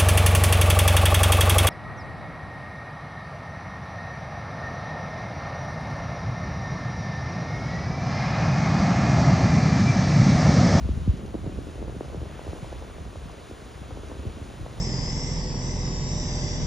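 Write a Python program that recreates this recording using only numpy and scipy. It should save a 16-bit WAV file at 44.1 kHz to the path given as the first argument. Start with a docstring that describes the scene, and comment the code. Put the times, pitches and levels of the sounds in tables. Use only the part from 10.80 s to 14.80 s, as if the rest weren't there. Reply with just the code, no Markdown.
"""Low thumps and a gusty rumble come first: strong wind strikes an outdoor stereo microphone.
Turbulent pressure on its ports makes the rumble and a rougher flutter, and single eddies
hit them as short thumps that drop quickly in pitch. Behind this, palm crowns rush with
a steady wide hiss, and their stiff leaf tips tick faintly against each other."""
import sys
import numpy as np
from scipy import signal
from scipy.fft import rfft, irfft
from scipy.io import wavfile
from scipy.ndimage import uniform_filter1d

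SR = 44100
rng = np.random.default_rng(int(sys.argv[2]) if len(sys.argv) > 2 else 0)


def master_out(mix):
    """Clip the mix to full scale and print it as 16-bit PCM to the path in sys.argv[1]."""
    frames = np.transpose(np.atleast_2d(mix))
    ceiling = np.clip(frames, -1, 1)
    pcm = np.round(ceiling * 32767).astype(np.int16)
    wavfile.write(sys.argv[1], SR, pcm)


N = 176400
ANTIPHASE = np.array([[1], [-1]])  # left and right with opposite signs


def gain(db):
    """Amplitude ratio of a level in decibels."""
    return 10 ** (np.asarray(db) / 20)


def curve(table, column=1):
    """Linear interpolation of one table column over time."""
    rows = np.array(table)
    return np.interp(np.arange(N) / SR, rows[:, 0], rows[:, column])


def colour(x, spectrum):
    """Spectral shaping: x filtered by a curve of (frequency [Hz], level [dB]), at rms 1."""
    hz, db = np.array(sorted(spectrum)).T
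    bin_hz = np.maximum(np.fft.rfftfreq(N, 1 / SR), 1)
    response = gain(np.interp(np.log(bin_hz), np.log(hz), db))
    shaped = irfft(rfft(x) * response, N)
    return shaped / np.std(shaped)


def noise(spectrum):
    """Filtered Gaussian noise at rms 1."""
    return colour(rng.standard_normal(N), spectrum)


def wander(rate_hz):
    """Random modulation: smoothed noise of spread 1 that changes about rate_hz times a second."""
    width = max(int(SR / rate_hz), 2)
    drift = rng.standard_normal(N)
    for _ in range(2):
        drift = uniform_filter1d(drift, width, mode="wrap")
    return drift / np.std(drift)


def add(out, start_s, sound):
    """Superposition: a short stereo sound is summed into out."""
    start = int(np.clip(start_s * SR, 0, N - 1))
    out[:, start:start + sound.shape[1]] += sound[:, :N - start]


# Spectrum of a leaf tap (frequency [Hz], relative level [dB])
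TICK_SPECTRUM = [(800, -55), (2500, 0), (6500, 3), (8000, -9), (9500, -3), (12000, -22), (16000, -24)]


def leaf_ticks(ticks_per_s=40, scatter_db=4.5, decay_s=0.0057, level_db=-70):
    """Impact noise: leaf tips collide at random, each tap a burst that decays exponentially."""
    taps = (rng.random(N) < ticks_per_s / SR) * gain(scatter_db * rng.standard_normal(N))
    envelope = signal.lfilter([1], [1, -np.exp(-1 / (decay_s * SR))], taps)
    return gain(level_db) * colour(envelope * rng.standard_normal(N), TICK_SPECTRUM)


# Spectra of the rush: direct, diffuse, from trees on the left (frequency [Hz], relative level [dB])
DIRECT_SPECTRUM = [(100, 4.5), (400, 10), (700, 6.5), (1000, 4), (1400, 3), (2000, 0), (3600, -2.5),
                   (4300, -5.5), (4900, -8.5), (6200, -8), (8300, -7.5), (9400, -8), (10000, -13.5),
                   (10600, -21), (12000, -25), (15600, -24.5)]
DIFFUSE_SPECTRUM = [(100, 0), (400, 4.5), (750, 6), (1050, 0.5), (1400, -6), (2100, -27), (2900, -14.5),
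                    (4500, -21.5), (5800, -38), (7400, -28), (8250, -58), (9200, -11), (10200, -27),
                    (11500, -50), (14500, -31)]
LEFT_TREES_SPECTRUM = [(300, -40), (700, -17), (1100, 4.5), (1500, -3), (2200, -53)]
# Envelope of the direct rush (time [s], level [dB])
RUSH_LEVEL = [(0, -48.5), (.5, -49), (.8, -48.1), (1.1, -49.5), (1.35, -49.7), (1.7, -47), (1.95, -47.5),
              (2.2, -49.5), (2.7, -47.5), (3.2, -49), (3.6, -48.5), (4, -48)]


def fronds(flicker_db=0.64, swell_db=0.43, diffuse_db=-54.5, left_trees_db=-58.5):
    """Flow noise in palm crowns: each octave flickers by itself, and the whole rush swells together."""
    spectrum = rfft(noise(DIRECT_SPECTRUM))
    octave = np.log2(np.clip(np.fft.rfftfreq(N, 1 / SR), 500, 16000) / 500)
    direct = np.zeros(N)
    for centre in range(6):
        band = irfft(spectrum * np.maximum(1 - abs(octave - centre), 0), N)
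        direct += band * gain(flicker_db * wander(rate_hz=12))
    diffuse = ANTIPHASE * gain(diffuse_db) * noise(DIFFUSE_SPECTRUM)
    rush = direct * gain(curve(RUSH_LEVEL)) + diffuse
    rush[0] += gain(left_trees_db) * noise(LEFT_TREES_SPECTRUM)
    return rush * gain(swell_db * wander(rate_hz=2.1))


# Spectra of the turbulent pressure (frequency [Hz], relative level [dB])
RUMBLE_SPECTRUM = [(15, -41), (30, -18), (45, -5), (65, 2.5), (95, -7.5), (130, -9), (200, -15.5),
                   (400, -30.5), (900, -111)]
FLUTTER_SPECTRUM = [(80, 3.5), (160, -6), (280, 0), (450, -5), (700, -6.5), (1000, -17.5), (1600, -26),
                    (3000, -68)]
# Wind at the microphone
# (time [s], relative rumble level [dB], relative flutter level [dB], typical small-eddy pitch [Hz])
GUSTS = [(0, -37.5, -40.5, 406), (.1, -30, -46, 398), (.24, -30.5, -43.5, 402), (.37, -39, -40.5, 507),
         (.5, -34, -41, 550), (.7, -35, -40.5, 595), (.9, -39.5, -42.5, 786), (1.1, -37.5, -44, 875),
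         (1.4, -38.5, -43, 1020), (1.6, -39, -44, 1160), (1.7, -38, -43, 1230), (1.8, -38.5, -44, 1130),
         (2.22, -42.5, -46.5, 1060), (2.6, -46.5, -45.5, 885), (2.9, -46, -52, 796), (3.1, -42, -45, 930),
         (3.45, -41, -43, 746), (3.65, -43, -44, 724), (4, -39, -47, 800)]


def buffeting(rumble_rough_db=1.5, flutter_rough_db=2.5):
    """Turbulent pressure, partly coherent at the two ports: a deep rumble and a rougher flutter."""
    rumble = noise(RUMBLE_SPECTRUM) + ANTIPHASE * gain(-11.5) * noise(RUMBLE_SPECTRUM)
    flutter = noise(FLUTTER_SPECTRUM) + ANTIPHASE * gain(-8.5) * noise(FLUTTER_SPECTRUM)
    rumble_db = curve(GUSTS, column=1) + 1.73 + rumble_rough_db * wander(rate_hz=14.3)
    flutter_db = curve(GUSTS, column=2) - 4.5 + flutter_rough_db * wander(rate_hz=56)
    return rumble * gain(rumble_db) + flutter * gain(flutter_db)


def eddy(start_hz, end_hz, period_growth=0.59, port_spread_rad=0.3):
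    """A falling chirp: a pressure ripple whose period grows linearly meets the two ports out of step."""
    duration_s = (1 / end_hz - 1 / start_hz) / period_growth
    t = np.arange(int(duration_s * SR)) / SR
    log_fall = np.log1p(period_growth * start_hz * t)  # log of start pitch over present pitch
    phase = 2 * np.pi * (log_fall / period_growth + rng.random())
    port_offset = ANTIPHASE * port_spread_rad * rng.uniform(-1, 1)
    progress = log_fall / np.log(start_hz / end_hz)
    envelope = abs(np.sin(np.pi * progress ** 0.85)) ** 1.28  # peaks early, with soft ends
    return envelope * np.sin(phase + port_offset)


def small_eddies(eddies_per_s=65, above_flutter_db=6, scatter_db=2):
    """Fine-scale turbulence: many short ripples at random times follow the level of the flutter."""
    out = np.zeros((2, N))
    flutter_db, pitch_hz = curve(GUSTS, column=2), curve(GUSTS, column=3)
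    for onset in rng.integers(N, size=int(eddies_per_s * N / SR)):
        start_hz = pitch_hz[onset] * 2 ** rng.uniform(-0.5, 0.5)
        level_db = flutter_db[onset] + above_flutter_db + rng.uniform(-scatter_db, scatter_db)
        add(out, onset / SR, gain(level_db) * eddy(start_hz, start_hz / 5))
    return out


# Strong eddies at the ports (time [s], relative peak level [dB], start pitch [Hz], end pitch [Hz])
STRONG_EDDIES = [(.015, -28, 226, 38), (.043, -23, 149, 36), (.051, -32, 597, 43), (.089, -23, 760, 60),
                 (.094, -19.5, 145, 35), (.132, -25.5, 219, 47), (.159, -22, 149, 36),
                 (.174, -28.5, 520, 58), (.275, -14.5, 402, 40), (.288, -13.5, 150, 37.5),
                 (.337, -23, 300, 87), (.43, -29.5, 453, 75), (.452, -28, 520, 173),
                 (.542, -23.5, 950, 130), (.551, -21, 690, 114), (.642, -27, 299, 100),
                 (.663, -24.5, 597, 142), (.672, -22.5, 300, 62), (.774, -28.5, 394, 94),
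                 (.788, -27.5, 650, 142), (.886, -31.5, 715, 163), (.898, -36, 1000, 200),
                 (1.005, -34, 800, 180), (1.017, -26, 497, 151), (1.026, -26, 895, 216),
                 (1.076, -33, 788, 88), (1.081, -27.5, 840, 250), (1.097, -29, 905, 216),
                 (1.163, -27.5, 520, 87), (1.208, -22, 1120, 172), (1.249, -38, 1690, 300),
                 (1.299, -35, 900, 230), (1.345, -26, 940, 139), (1.374, -23.5, 197, 66),
                 (1.416, -31.5, 1040, 116), (1.43, -28.5, 653, 199), (1.593, -28.5, 1195, 284),
                 (1.649, -34, 1000, 150), (1.662, -36, 1372, 457), (1.667, -29.5, 686, 163),
                 (1.678, -27.5, 1030, 248), (1.684, -26.5, 149, 36), (1.694, -36, 1500, 263),
                 (1.731, -26, 1220, 171), (1.826, -25.5, 240, 65), (1.845, -36, 1100, 250),
                 (1.927, -27.5, 1040, 248), (2.023, -31.5, 1100, 260), (2.099, -36.5, 1060, 300),
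                 (2.183, -30, 945, 302), (2.2, -32, 141, 42), (2.257, -31.5, 200, 60),
                 (2.358, -29, 900, 340), (2.368, -31, 131, 40), (2.455, -30.5, 300, 96),
                 (2.498, -32.5, 1450, 400), (2.711, -30.5, 1100, 130), (2.717, -33, 170, 50.6),
                 (2.818, -35, 700, 80), (3.015, -32.5, 403, 91), (3.107, -32.5, 1210, 284),
                 (3.119, -29, 150, 42), (3.172, -29.5, 1020, 170), (3.316, -28, 1000, 340),
                 (3.452, -27, 557, 173), (3.464, -21.5, 150, 45.2), (3.615, -30, 200, 45),
                 (3.732, -37, 131, 40), (3.808, -29, 159, 45), (3.863, -27.5, 1100, 347)]


def strong_eddies(boost_db=0.5):
    """Pressure transients: each strong eddy hits the ports as one thump of falling pitch."""
    out = np.zeros((2, N))
    for start_s, peak_db, start_hz, end_hz in STRONG_EDDIES:
        add(out, start_s, gain(peak_db + boost_db) * eddy(start_hz, end_hz))
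    return out


def scene():
    """Superposition of the distant trees and the wind on the microphone."""
    trees = fronds() + leaf_ticks()
    return trees + buffeting() + strong_eddies() + small_eddies()


# Phase response of the microphone pair (frequency [Hz], lead of left over right [rad])
PHASE_LEAD = [(20, -0.5), (100, -0.46), (350, -0.27), (550, -0.4), (780, -1.2), (1050, -.45), (2100, 0),
              (3300, 0.64), (4400, .5), (5300, 0), (6500, 0), (7400, 1.55), (7950, 3), (8550, 3.5),
              (9200, 1.5), (10100, 0.97), (10500, 0), (13500, 0), (15600, -2.6)]


def record(dry):
    """Phase shift and band limiting: the pair offsets left from right; the recorder cuts both extremes."""
    hz, lead_rad = np.array(sorted(PHASE_LEAD)).T
    angle = np.interp(np.fft.rfftfreq(2 * N, 1 / SR), hz, lead_rad)
    shifted = rfft(dry, 2 * N) * np.exp(0.5j * ANTIPHASE * angle)
    picked_up = irfft(shifted, 2 * N)[:, :N]
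    bass_cut = signal.butter(3, 32, "high", fs=SR, output="sos")
    top_cut = signal.ellip(10, 0.2, 80, 15700, fs=SR, output="sos")
    return signal.sosfilt(top_cut, signal.sosfilt(bass_cut, picked_up))


dry = scene()
out = record(dry)
master_out(out)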